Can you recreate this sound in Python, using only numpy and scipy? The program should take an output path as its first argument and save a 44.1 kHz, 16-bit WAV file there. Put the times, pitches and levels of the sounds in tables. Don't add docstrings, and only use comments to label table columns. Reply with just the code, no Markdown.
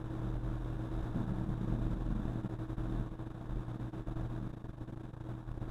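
import sys
import numpy as np
from scipy import signal
from scipy.fft import rfft, irfft
from scipy.io import wavfile
from scipy.ndimage import uniform_filter1d

SR = 44100
rng = np.random.default_rng(int(sys.argv[2]) if len(sys.argv) > 2 else 0)


def natural_amplitude(level_db):
    exponent = np.asarray(level_db, float) / 20
    return 10 ** exponent


def transcribe(u):
    v = np.clip(np.atleast_2d(u).T, -1, 1)
    q = np.round(v * 32767).astype(np.int16)
    wavfile.write(sys.argv[1], SR, q)


N = 251370
TIME = np.arange(N) / SR
AIR_DB, MOTOR_DB = -60, 16
SELF_NOISE_DB = -88


def unit(x):
    return x / np.sqrt(np.mean(x ** 2))


def shaped(gain):
    hz = np.arange(N // 2 + 1) * SR / N + 0.00072
    spectrum = rfft(rng.standard_normal(N))
    return unit(irfft(spectrum * gain(hz), N))


def resonance(hz, width):
    return shaped(lambda f: 1 / (1 + (2 * (f - hz) / width) ** 2))


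def walk(rate):
    return shaped(lambda f: 1 / (1 + (f / rate) ** 4))


def tone(hz, flutter_db):
    turns = np.cumsum(hz) / SR + rng.random()
    return np.sqrt(2) * np.sin(2 * np.pi * turns) * natural_amplitude(flutter_db * walk(3.15))


def column(table, count):
    points = np.array(table)
    return np.interp(TIME, points[:, 0], points[:, count])


def motor():
    # (frequency [Hz], level [dB], wander [Hz])
    partials = [(119.75, 0.5, 0.14), (299, -14, 0.12), (320.9, -5.5, 0.5), (111.9, -13.5, 2.053),
                (58.4, -20, 3.24), (191, -17.5, 1.98)]
    return sum(natural_amplitude(db) * tone(hz + wander * walk(2.05), flutter_db=1.38) for hz, db, wander in partials)


def fan_air():
    # (frequency [Hz], density [dB per Hz])
    turbulence = [(28, 15.5), (55, 16), (82, 10), (330, 7.5), (420, 2), (700, -0.5), (1700, -9),
                  (1950, -19.5), (3000, -23), (4000, -24), (4150, -30.5), (7000, -32.5), (12000, -38.5),
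                  (15600, -45.5)]
    # (frequency [Hz], width [Hz], level over air [dB])
    casing = [(660, 40, -5.5), (930, 44, -9.5), (1096, 52, -8), (3575, 370, -15), (3820, 120, -22)]
    hz, density = np.transpose(turbulence)
    flow = shaped(lambda f: natural_amplitude(np.interp(np.log(f), np.log(hz), density))) * natural_amplitude(15.5)
    return flow + sum(natural_amplitude(db) * resonance(f, width) for f, width, db in casing)


def supply_whine():
    # (frequency [Hz], level over air [dB])
    switching = [(11208, -33), (11268, -40), (11149, -45)]
    return sum(natural_amplitude(db) * tone(hz + 1.5 * walk(1.5), flutter_db=1.5) for hz, db in switching)


def engine_drone():
    # (time [s], frequency [Hz], level over air [dB])
    firing = [(0.0, 46.83, 1), (0.39, 45.64, 20.5), (1.2, 43.3, 15.5), (2.1, 42.55, 19.5),
              (2.5, 41.73, 8.5), (2.95, 41.46, 17.5), (3.14, 40.5, 13), (3.34, 41.45, -2), (3.54, 39.7, 17),
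              (3.85, 39.9, 3.5), (4.13, 40.78, 14.5), (4.72, 41.3, 12.5), (5.31, 40.46, 1),
              (5.5, 40.77, 22.5), (5.7, 40, 13)]
    pitch = column(firing, count=1) + 0.18 * walk(1.7)
    return natural_amplitude(column(firing, count=2)) * tone(pitch, flutter_db=-1.8)


def wall_rumble():
    # (time [s], level over air [dB])
    passing = [(0, 6.5), (.9, -8), (1.12, -5), (1.17, 22.5), (1.3, 14.5), (2., 13), (2.4, 11.5), (2.7, -2),
               (2.92, 7), (3.1, 8), (4.3, 7.5), (4.6, 9.5), (5.7, 2)]
    # (frequency [Hz], width [Hz], level [dB])
    wall = [(156.1, 8.5, -4.5), (190, 36, -0.5), (217, 38, -5), (245, 25, -7)]
    ringing = unit(sum(natural_amplitude(db) * resonance(hz, width) for hz, width, db in wall))
    return natural_amplitude(column(passing, count=1)) * ringing


def panel_booms():
    # (time [s], frequency [Hz], level over air [dB], length [ms])
    shakes = [(0.264, 191, 17.5, 70), (.72, 154.8, 4, 400), (1.153, 183, 24, 20), (1.167, 243.8, 19.5, 64),
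              (1.331, 185, 14, 35), (1.412, 183, 16, 110), (1.45, 238, 14, 49), (1.486, 191, 22, 73),
              (1.631, 191, 20, 47), (1.696, 199, 15, 77), (1.786, 248, 16, 96), (1.92, 241.7, 8, 190),
              (1.98, 182, 9, 50), (2.165, 212.8, 18.5, 123), (2.451, 193.7, 20, 38), (2.902, 190, 11, 100),
              (2.92, 245, 10, 130), (4.45, 190, 15.5, 130)]
    booms = np.zeros(N)
    for s, hz, db, ms in shakes:
        swell = np.exp(-0.5 * ((TIME - s) / (ms / 2800)) ** 2)
        booms += natural_amplitude(db + 1.5) * swell * np.sin(2 * np.pi * (hz * TIME + rng.random()))
    return booms


def chatter():
    # (first lull [s], last lull [s], first depth [dB], last depth [dB], width [ms])
    bouts = [(3.254, 3.335, 7, 9.5, 15), (4.525, 4.593, 15.5, 10.5, 13), (4.635, 4.768, 12, 12.5, 17.6),
             (4.918, 5.029, 16.5, 13, 10.9), (5.124, 5.232, 16.5, 9, 16.5), (5.505, 5.565, 7, 8, 14.3)]
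    period_s = 0.039
    dips = []
    for first, last, first_db, last_db, ms in bouts:
        for s in np.linspace(first, last, round((last - first) / period_s) + 1):
            dips.append((s, np.interp(s, [first, last], [first_db, last_db]), ms))
    return dips


def lulls():
    # (time [s], depth [dB], width [ms])
    lone = [(0.036, 6, 15), (0.639, 5, 9.8), (1.02, 4.5, 5.6), (1.264, 5, 27), (1.602, 3, 17),
            (2.049, 4.5, 20), (2.146, 6.5, 13), (2.214, 2, 20), (2.431, 5.5, 16), (2.487, 18.5, 12),
            (2.581, 9.5, 15), (2.671, 5.5, 29), (2.764, 14.5, 22.4), (3.103, 9.5, 21), (3.174, 7, 33),
            (3.39, 3.5, 60), (3.483, 6, 23), (3.654, 3, 34), (3.787, 8.5, 27), (3.919, 13.5, 18.6),
            (4.053, 11.5, 43), (4.151, 10.5, 22), (4.286, 7, 17.2), (4.488, 7.5, 8), (4.799, 8, 18.4),
            (4.867, 9, 23.5), (5.075, 5.5, 20), (5.361, 5.5, 30), (5.456, 10, 68), (5.597, 10.5, 19.5)]
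    lull = np.zeros(N)
    for s, depth, ms in list(lone) + chatter():
        near = slice(max(int((s - 0.1) * SR), 0), int((s + 0.1) * SR))
        spread = ms * np.where(TIME[near] < s, 1.35, 0.6) / 2400
        lull[near] += depth * np.exp(-0.5 * np.abs((TIME[near] - s) / spread) ** 2.03)
    return lull


def scene():
    bench = natural_amplitude(MOTOR_DB) * motor() + fan_air() + supply_whine()
    room = bench + engine_drone() + wall_rumble() + panel_booms()
    bass = signal.sosfiltfilt(signal.butter(2, 420, fs=SR, output="sos"), room)
    cancelling = natural_amplitude(-0.45 * uniform_filter1d(lulls(), int(0.016 * SR)))
    return natural_amplitude(AIR_DB) * (room - bass + bass * cancelling)[None]


def smooth(x, ms):
    pole = np.exp(-1000 / (ms * SR))
    return signal.lfilter([1 - pole], [1, -pole], x)


def gate_db(x):
    # (time [s], gain [dB])
    slow_opening = [(0.0, -1.5), (0.15, 0.5), (0.8, 0.5), (1.1, 2.5), (1.5, 1), (1.9, 2.5), (2.4, 0),
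                    (3.0, 1.5), (3.15, -2.5), (3.3, -1.5), (3.6, -0.5), (4.22, 0.5), (4.45, -1),
                    (4.65, -2.5), (4.8, -2.5), (5.05, -2.5), (5.27, -1), (5.7, 0)]
    fidget_db, fidget_hz = 4, 24.2
    fidget = fidget_db * np.tanh(np.maximum(walk(fidget_hz), 0) ** 2)
    opening = column(slow_opening, count=1) - lulls() - fidget
    heard = 10 * np.log10(smooth(x ** 2, ms=1.69) + 1e-12)
    ripple = np.clip(heard - uniform_filter1d(heard, int(0.021 * SR)), -15, 15)
    slope = np.clip(0.5 - 0.013 * opening, 0, 1.2)
    return opening + slope * ripple


def band_limit(x):
    return signal.sosfilt(signal.butter(12, 15620, fs=SR, output="sos"), x)


def record(dry):
    gated = dry * natural_amplitude(gate_db(dry[0]))
    hiss = natural_amplitude(SELF_NOISE_DB) * shaped(lambda f: 1 / (1 + (f / 12000) ** 4))
    return band_limit(gated + hiss)


dry = scene()
out = record(dry)
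transcribe(out)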